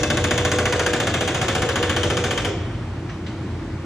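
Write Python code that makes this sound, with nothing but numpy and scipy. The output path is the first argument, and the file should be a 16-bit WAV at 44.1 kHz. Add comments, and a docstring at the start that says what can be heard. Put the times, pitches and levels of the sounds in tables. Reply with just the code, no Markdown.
"""A diesel engine rumbles across a street while its hydraulic breaker strikes about 14 times a second.
Each blow cracks on stone, rattles and rings the steel housing, thuds into the road and keeps the boom
ringing; loose chips tick and house fronts echo it. Near 2.5 s the blows stop and the street rings out.
Loose steel settles in a few small clanks as the engine runs on. A phone with two microphone ports listens."""
import sys
import numpy as np
from scipy import signal
from scipy.fft import rfft, irfft, next_fast_len
from scipy.io import wavfile
from scipy.ndimage import uniform_filter1d, map_coordinates

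SR = 44100
rng = np.random.default_rng(int(sys.argv[2]) if len(sys.argv) > 2 else 0)


def to_wav(sig):
    """Store sig (one row per channel, or 1-D mono) as 16-bit WAV at the path in sys.argv[1].

    Samples outside -1..1 are clipped; the rate is SR.
    """
    pcm = np.clip(np.atleast_2d(sig), -1, 1) * 32767
    pcm = np.round(pcm).astype(np.int16)
    wavfile.write(sys.argv[1], SR, pcm.T)  # frames by channels


N = 169785
LEAD = SR // 2  # samples of run-up before time zero

# Chisel blows: start_s, level_db, then relative_db at each COLOUR_HZ
BLOWS = [(0.0321, -13.5, -6.5, -5.5, -7, -10.5), (0.1015, -11.5, -7, -6, -7, -13.5),
         (0.171, -14, -4.5, -5, -7, -11), (0.2409, -14, -6.5, -4, -5, -10.5),
         (0.3088, -6.5, -13, -10.5, -13, -18), (0.3776, -7.5, -13.5, -11.5, -10, -18.5),
         (0.4493, -10, -10, -7.5, -9, -14), (0.5158, -12.5, -8, -6, -7.5, -11.5),
         (0.5853, -12, -7, -4.5, -10.5, -13.5), (0.6544, -5.5, -15.5, -10.5, -14.5, -20),
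         (0.724, -12.5, -5.5, -4.5, -9.5, -13.5), (0.7936, -13.5, -7.5, -3, -8.5, -12),
         (0.8626, -6.5, -14, -10.5, -13.5, -18.5), (0.9328, -15, -3.5, -2.5, -6, -11),
         (1.0005, -12.5, -10, -5.5, -8, -13.5), (1.0699, -10.5, -8, -8.5, -10, -15),
         (1.1394, -14, -5.5, -6, -5.5, -14), (1.2081, -9.5, -10, -12, -11.5, -19),
         (1.276, -10.5, -11.5, -11.5, -10, -17.5), (1.3447, -19, -4.5, -4, -2, -10),
         (1.4142, -12.5, -8.5, -9, -9, -16), (1.482, -12, -9, -8, -8, -15.5),
         (1.5503, -3.5, -16, -16.5, -17.5, -23), (1.6198, -14.5, -4.5, -5, -7, -13.5),
         (1.6886, -15, -7, -4, -7, -13), (1.757, -8.5, -11, -10.5, -13, -19.5),
         (1.8266, -10, -15, -10, -10, -18), (1.8951, -12, -8.5, -7.5, -8.5, -15),
         (1.9636, -9, -13.5, -11, -11.5, -19), (2.0319, -11.5, -9.5, -12, -9.5, -16.5),
         (2.1012, -6, -13.5, -15.5, -15.5, -23.5), (2.169, -13, -9.5, -10.5, -9.5, -16.5),
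         (2.2392, -13, -11, -9, -10, -16), (2.3081, -3.5, -17.5, -21.5, -19.5, -26),
         (2.376, -10, -17.5, -14, -12.5, -20.5), (2.4475, -8.5, -14, -17.5, -16.5, -22.5)]
# Blow spectrum knots: frequency_hz
COLOUR_HZ = [450, 1500, 3200, 6600]
# Treble edge of the blows: time_s, gain_db
EDGE = [(0, 2), (.6, -1), (.95, 0.5), (1.1, -2), (1.4, -1), (1.6, -0.7), (2.45, 0.3)]
PERIOD_S, BLOW_CORRELATION = 0.069, 0.6
EDGE_HZ, EDGE_OCTAVES = 5200, 0.27

def breaker():
    """The chisel hammers stone. Returns impacts and ringing steel, both starting LEAD samples early."""
    t = np.arange(SR // 4) / SR
    impacts, steel = np.zeros((2, N + LEAD + len(t))), np.zeros(N + LEAD + len(t))
    noise = rng.standard_normal((2, len(t)))
    for start_s, level_db, *relative_db in all_blows():
        depth = np.clip(start_s / BLOWS[-1][0], 0, 1)  # the chisel sinks in
        edge_db = curve(EDGE, start_s)
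        spectrum = list(zip(COLOUR_HZ, relative_db))
        colour = lambda hz: amp(level_db + along(spectrum, hz) + edge_db * band(hz, EDGE_HZ, EDGE_OCTAVES))
        fresh = rng.standard_normal(noise.shape)
        noise = BLOW_CORRELATION * noise + np.sqrt(1 - BLOW_CORRELATION ** 2) * fresh
        add_at(steel, start_s, steel_ring(t, depth, colour))
        low, mid, high = (colour(hz) for hz in COLOUR_HZ[:3])
        blow = housing_rattle(t, start_s, noise, colour) + high * crack(t, depth)
        blow += low * thud(t) + road_thump(t) + mid * chips(t, start_s)
        add_at(impacts, start_s, blow)
    return impacts[:, :N + LEAD], steel[:N + LEAD]


def all_blows():
    """Six run-up blows before time zero, then BLOWS."""
    first_s, *levels_db = BLOWS[0]
    return [(first_s - k * PERIOD_S, *levels_db) for k in range(6, 0, -1)] + list(BLOWS)


# Rattle spectrum: frequency_hz, level_db
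RATTLE_SPECTRUM = [(30, -66), (50, -46), (91, -18.5), (190, -31), (337, -13.5), (420, -10), (490, -10),
                   (580, -10.5), (700, -6.5), (1000, -9), (1580, -12.5), (2400, -18), (3500, -17),
                   (4140, -24.5), (5500, -18.5), (6710, -18.5), (8000, -25.5), (9600, -20), (11000, -21)]
# Rattle band envelopes: centre_hz, rise_s, base_t60_s
RATTLE_BANDS = [(92.4, 0.024, 0.36), (327, 0.0077, 0.32), (794, 0.0041, 0.048), (1580, 0.0077, 0.15),
                (2800, 0.00015, 0.13), (4630, 0.0023, 0.092), (6400, 0.0014, 0.066),
                (11800, 0.00011, 0.066)]
# Rattle length: time_s, t60_factor
RATTLE_STRETCH = [(0, 0.73), (.8, 1), (1.05, 0.9), (1.4, 1.46), (1.6, 0.99), (2.2, 1.23), (2.45, 1.35)]

def housing_rattle(t, start_s, noise, colour, gain_db=27):
    """The housing rattles: a noise burst whose bands swell and die at their own rates."""
    centres_hz = [row[0] for row in RATTLE_BANDS]
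    split = lambda hz: np.array([along(list(zip(centres_hz, w)), hz) for w in np.eye(len(centres_hz))])
    bands = filtered(noise[:, None], lambda hz: amp(along(RATTLE_SPECTRUM, hz)) * colour(hz) * split(hz))
    stretch = curve(RATTLE_STRETCH, start_s)
    envelopes = np.array([rise(t, rise_s) ** 2 * decay(t, t60_s * stretch)
                          for _, rise_s, t60_s in RATTLE_BANDS])
    return amp(gain_db) * (bands * envelopes).sum(1)


# Housing and tool modes: pitch_hz, first_blow_db, last_blow_db, t60_s, rise_s
STEEL_MODES = [(308.4, -3, -14.5, 0.17, 0.0046), (336, -9.5, -7, 0.13, .006),
               (595.2, -4, -14, 0.18, 0.0014), (549, -13, -13, 0.16, .0016),
               (414.5, -16, -9.5, 0.22, 0.003), (750.4, -16, -16.5, 0.5, 0.0028),
               (711, -11.5, -11, 0.13, 0.00066), (1116, -6.5, -21, 0.087, 0.0052),
               (1163, -7, -3.5, 0.056, 0.0029), (1487, 0.5, -0.5, 0.037, 0.0019),
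               (1616, 2.5, 1, 0.037, 0.0025), (1765, -12, -2, 0.071, 0.0024),
               (2160, -8.5, -12, 0.068, 0.0024), (2623, -6.5, -18, 0.095, 0.0012),
               (3030, -17, 3, .045, 0.0008), (3156, -13, 7, 0.029, 0.0026),
               (3520, -12.5, -14, 0.26, 0.0038), (4376, -11.5, -13.5, 0.065, .0016),
               (4880, -7, -6.5, 0.037, 0.00084), (5970, -1.5, -7, 0.024, .0012),
               (6595, 5, 2.5, 0.022, 0.0005), (6770, -10, -8, 0.12, .0012)]

def steel_ring(t, depth, colour, gain_db=2.35, scatter_db=1.5, detune=0.0035):
    """Housing and tool ring; the balance of their modes shifts as the chisel sinks in."""
    ring = np.zeros(len(t))
    for hz, first_db, last_db, t60_s, rise_s in STEEL_MODES:
        level_db = gain_db + first_db + depth * (last_db - first_db) + scatter_db * rng.normal()
        tone = np.sin(2 * np.pi * hz * (1 + detune * rng.normal()) * t)
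        ring += colour(hz) * amp(level_db) * tone * rise(t, rise_s) * decay(t, t60_s)
    return ring


def crack(t, depth, width_s=0.00014, first_db=1, last_db=6):
    """First bare contact of steel on stone."""
    return amp(first_db + depth * (last_db - first_db)) * (t / width_s - 1) * np.exp(-t / width_s)


def thud(t, delay_s=0.014, width_s=0.0013, gain_db=2.5):
    """The dull push after each crack."""
    offset = (t - delay_s) / width_s
    return amp(gain_db) * (offset ** 2 - 1) * np.exp(-offset ** 2 / 2)


def road_thump(t, delay_s=0.0054, low_hz=110.6, high_hz=140, gain_db=-18.5, high_relative_db=-6.5):
    """Two damped modes of the struck road."""
    age = np.maximum(t - delay_s, 0)
    modes = np.sin(2 * np.pi * low_hz * age) + amp(high_relative_db) * np.sin(2 * np.pi * high_hz * age)
    return amp(gain_db) * modes * rise(age, rise_s=0.0062) * decay(age, t60_s=0.062)


# Chip level relative to the blow: time_s, gain_db
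CHIP_LEVEL = [(0, -20), (.9, -15), (1.05, -12), (1.4, -12.5), (1.55, -13), (2.45, -19)]

def chips(t, start_s, earliest_s=0.024, latest_s=0.041, low_hz=2600, high_hz=5800):
    """Loose chips: three random ticks after a blow, the higher ones weaker."""
    ticks = np.zeros(len(t))
    for when, pitch, softness in rng.random((3, 3)):
        centre_hz = low_hz * (high_hz / low_hz) ** pitch
        tick = unit(filtered(rng.standard_normal(len(t)), lambda hz: band(hz, centre_hz, octaves=0.45)))
        age = np.maximum(t - earliest_s - when * (latest_s - earliest_s), 0)
        gain = amp(0.5 - 2 * softness) * low_hz / centre_hz
        ticks += gain * tick * (age > 0) * decay(age, t60_s=0.071)
    return ticks * amp(curve(CHIP_LEVEL, start_s))


# Boom ring: time_s, level_db
BOOM_LEVEL = [(0, -30.5), (.11, -37), (.31, -28), (.7, -28.5), (1.06, -29), (1.14, -55), (1.24, -25.5),
              (1.36, -50), (1.52, -37), (1.6, -27.5), (1.7, -28.5), (1.76, -40), (1.84, -28.5), (1.95, -35),
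              (2.1, -34.5), (2.22, -28), (2.32, -36.5), (2.5, -42), (2.62, -54)]

def boom(pitch_hz=488.2, waver_hz=2.4, swell_db=5.5):
    """The blows keep one strong boom mode ringing; it swells between them and wavers in pitch."""
    t = np.arange(N) / SR
    starts_s = np.array([row[0] for row in all_blows()])
    since_s = np.minimum(t - starts_s[np.searchsorted(starts_s, t) - 1], PERIOD_S)
    pulse_db = uniform_filter1d(swell_db * (since_s / PERIOD_S - 0.5), size=SR // 50)
    level_db = curve(BOOM_LEVEL, t) + pulse_db - 60 * (t > BOOM_LEVEL[-1][0])
    cycles = np.cumsum(pitch_hz + waver_hz * wobble(10)) / SR
    return np.sqrt(2) * amp(level_db) * np.sin(2 * np.pi * cycles)


# Steel knocks: start_s, level_db, centre_hz, width_octaves, rise_s, t60_s
CLANKS = [(2.47, -17.5, 407, 0.052, 0.024, 0.23), (3.09, -32.5, 1620, 1, 0.003, 0.17),
          (3.095, -43, 5750, 0.16, .004, 0.071), (3.264, -33.5, 2260, 1.06, 0.0015, 0.14)]

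def clanks():
    """Loose steel settles in short knocks of band noise; the track starts LEAD samples early."""
    knocks, t = np.zeros((2, N + LEAD)), np.arange(SR // 4) / SR
    for start_s, level_db, centre_hz, octaves, rise_s, t60_s in CLANKS:
        knock = unit(filtered(rng.standard_normal((2, len(t))), lambda hz: band(hz, centre_hz, octaves)))
        add_at(knocks, start_s, amp(level_db) * knock * rise(t, rise_s) * decay(t, t60_s))
    return knocks


# House-front reflections: delay_s, gain_db
ECHOES = [(0.03, -13.5), (.043, -14.5)]
# Left-right likeness of direct sound: frequency_hz, correlation
DIRECT_CORRELATION = [(100, 1), (500, 0.99), (1400, 1), (2400, 1), (3000, 0.28), (5000, 0.77), (8000, 1),
                      (11000, 0.52)]

def house_fronts(source):
    """Direct sound plus two clear echoes off the houses."""
    echoes = sum(amp(gain_db) * np.pad(source, ((0, 0), (round(delay_s * SR), 0)))[:, :source.shape[1]]
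                 for delay_s, gain_db in ECHOES)
    return spread(source + echoes, DIRECT_CORRELATION)


# Street decay: frequency_hz, t60_s
STREET_DECAY = [(100, 0.6), (500, 0.53), (1500, 2), (4000, 0.96), (9000, 0.25)]
# Tail spectrum: frequency_hz, gain_db
STREET_COLOUR = [(100, -2), (300, -15.5), (500, 5.5), (1500, -8.5), (3000, -2), (5000, -2.5), (8000, 5.5),
                 (11000, -19.5)]
# Left-right likeness of diffuse sound: frequency_hz, correlation
DIFFUSE_CORRELATION = [(60, 1), (130, 1), (300, 0.99), (700, 0.75), (1400, 0.97), (3000, 0.37),
                       (5000, 0.27), (8000, 0.69), (11000, 0.93)]

def street_tail(source, redraw_s=0.21):
    """Street reverberation: each frequency dies at its own rate, in a tail drawn anew every redraw_s."""
    n, step = len(source), round(redraw_s * SR)
    reverb = np.zeros((2, n + 3 * SR))
    padded = np.pad(source, (step, 2 * step))
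    for start in range(0, n + step, step):
        hz, t, noise = signal.stft(rng.standard_normal((2, SR)), SR, nperseg=256)
        fade = rise(t, rise_s=0.0048) * decay(t, along(STREET_DECAY, hz)[:, None])
        fade /= np.linalg.norm(fade, axis=1, keepdims=True)
        tail = signal.istft(noise * fade, SR, nperseg=256)[1]
        piece = padded[start:start + 2 * step] * np.hanning(2 * step)
        heard = signal.fftconvolve(piece[None], tail / np.linalg.norm(tail[0]), axes=1)
        reverb[:, start:start + heard.shape[1]] += heard
    reverb = filtered(reverb[:, step:step + n], lambda hz: amp(along(STREET_COLOUR, hz)))
    return spread(reverb, DIFFUSE_CORRELATION)


# Engine loudness: time_s, level_db
ENGINE_LEVEL = [(0.0, -28.5), (0.32, -25.5), (0.51, -28.5), (0.93, -29.5), (1.49, -29), (2.14, -27.5),
                (3.23, -31), (3.51, -29.5), (3.7, -30), (3.85, -30)]
# Rumble spectrum: frequency_hz, level_db
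RUMBLE_SPECTRUM = [(20, -58), (35, -28), (52, -6), (65, -13.5), (92, -4), (152, -9.5), (229, -15.5),
                   (275, -13.5), (335, -7.5), (385, -19.5), (635, -25.5), (840, -25.5), (2100, -33),
                   (3080, -38), (7130, -48), (11000, -54.5)]
# Firing harmonics: firing_multiple, level_db
FIRING_ORDERS = [(3, -4.5), (4, -7), (8, -14.5), (12, -28)]

def engine(firing_hz=29.45, speed_drift=0.01457, patch_db=0.83, flutter_db=1.9, gain_db=0.5):
    """Diesel: patchy rumble plus unsteady harmonics of the firing rate."""
    spectra = signal.stft(rng.standard_normal((2, N)), nperseg=1024)[2]
    patches = uniform_filter1d(rng.standard_normal(spectra.shape[1:]), 6, axis=0)
    patches = unit(uniform_filter1d(patches, 5, axis=1))
    noise = signal.istft(spectra * amp(patch_db * patches), nperseg=1024)[1][:, :N]
    rumble = filtered(noise, lambda hz: amp(along(RUMBLE_SPECTRUM, hz)))
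    rumble = unit(spread(rumble, DIFFUSE_CORRELATION))
    firings = np.cumsum(firing_hz * (1 + speed_drift * wobble(3.6))) / SR
    orders = sum(amp(level_db + 1 + flutter_db * wobble(8)) * np.sin(2 * np.pi * multiple * firings)
                 for multiple, level_db in FIRING_ORDERS)
    return amp(gain_db + curve(ENGINE_LEVEL, np.arange(N) / SR)) * (rumble + orders)


def amp(db):
    return 10 ** (np.asarray(db) / 20)


def unit(x):
    return x / np.sqrt(np.mean(x ** 2) + 1e-20)


def rise(t, rise_s):
    return 1 - np.exp(-t / rise_s)


def decay(t, t60_s):
    return amp(-60 * t / t60_s)


def band(hz, centre_hz, octaves):
    return np.exp(-(np.log2((hz + 1) / centre_hz) / octaves) ** 2)


def curve(points, time_s):
    return np.interp(time_s, *np.transpose(points))


def along(points, hz):
    """Interpolate on a log frequency axis."""
    knots_hz, values = np.transpose(points)
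    return np.interp(np.log(hz + 1), np.log(knots_hz + 1), values)


def add_at(track, start_s, sound):
    """Mix into a track that starts LEAD samples early."""
    start = LEAD + round(start_s * SR)
    track[..., start:start + sound.shape[-1]] += sound


def wobble(rate_hz):
    """Smooth random curve, rate_hz knots a second."""
    return map_coordinates(rng.standard_normal(int(N * rate_hz / SR) + 4), [np.arange(N) * rate_hz / SR])


def filtered(x, response):
    """Apply a complex frequency response."""
    size = next_fast_len(x.shape[-1] + 4096)
    return irfft(rfft(x, size) * response(np.fft.rfftfreq(size, 1 / SR)), size)[..., :x.shape[-1]]


def spread(pair, correlation):
    """Mix a pair to left and right; unrelated inputs get the given correlation."""
    angle = lambda hz: np.arccos(np.clip(along(correlation, hz), -1, 1)) / 2
    mid, side = filtered(pair, lambda hz: np.array([np.cos(angle(hz)), np.sin(angle(hz))]))
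    return np.array([mid + side, mid - side])


def scene(ring_send_db=-8):
    """Breaker and clanks sound through the street; boom and engine add directly."""
    impacts, ring = breaker()
    impacts = impacts + clanks()
    street = house_fronts(impacts + ring) + street_tail(impacts[0] + amp(ring_send_db) * ring)
    return street[:, LEAD:] + boom() + engine()


# Right port lag: frequency_hz, phase_rad
PORT_LAG = [(100, 0), (2200, 0), (2670, 1.6), (2930, 2.1), (3620, -.3), (3880, .2), (5250, -.9),
            (5860, -.3), (6630, -1), (8700, -2), (9730, -2.9), (10500, -np.pi)]
# Port balance: frequency_hz, left_over_right_db
PORT_BALANCE = [(60, 0.5), (240, -0.5), (950, 0), (3770, -0.2), (15000, -0.5)]
# Mid-channel response: frequency_hz, gain_db
MID_RESPONSE = [(9000, 0), (9800, 1.5), (11000, -16.5), (16000, -27)]
# Treble roll-off: frequency_hz, gain_db
TREBLE_ROLLOFF = [(11000, 0), (13000, -6), (15600, -18), (16000, -38)]

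def record(dry, limit_hz=16480):
    """Left and right differ in level and phase; the top treble is faint and heard mostly at the sides."""
    balance = lambda hz: amp(along(PORT_BALANCE, hz) / 2)
    ports = lambda hz: np.array([balance(hz), np.exp(-1j * along(PORT_LAG, hz)) / balance(hz)])
    left, right = filtered(dry, ports)
    rolloff = lambda hz: amp(along(TREBLE_ROLLOFF, hz)) * (hz < limit_hz)
    mid = filtered((left + right) / 2, lambda hz: amp(along(MID_RESPONSE, hz)) * rolloff(hz))
    side = filtered((left - right) / 2, rolloff)
    return np.array([mid + side, mid - side])


dry = scene()
out = record(dry)
to_wav(out)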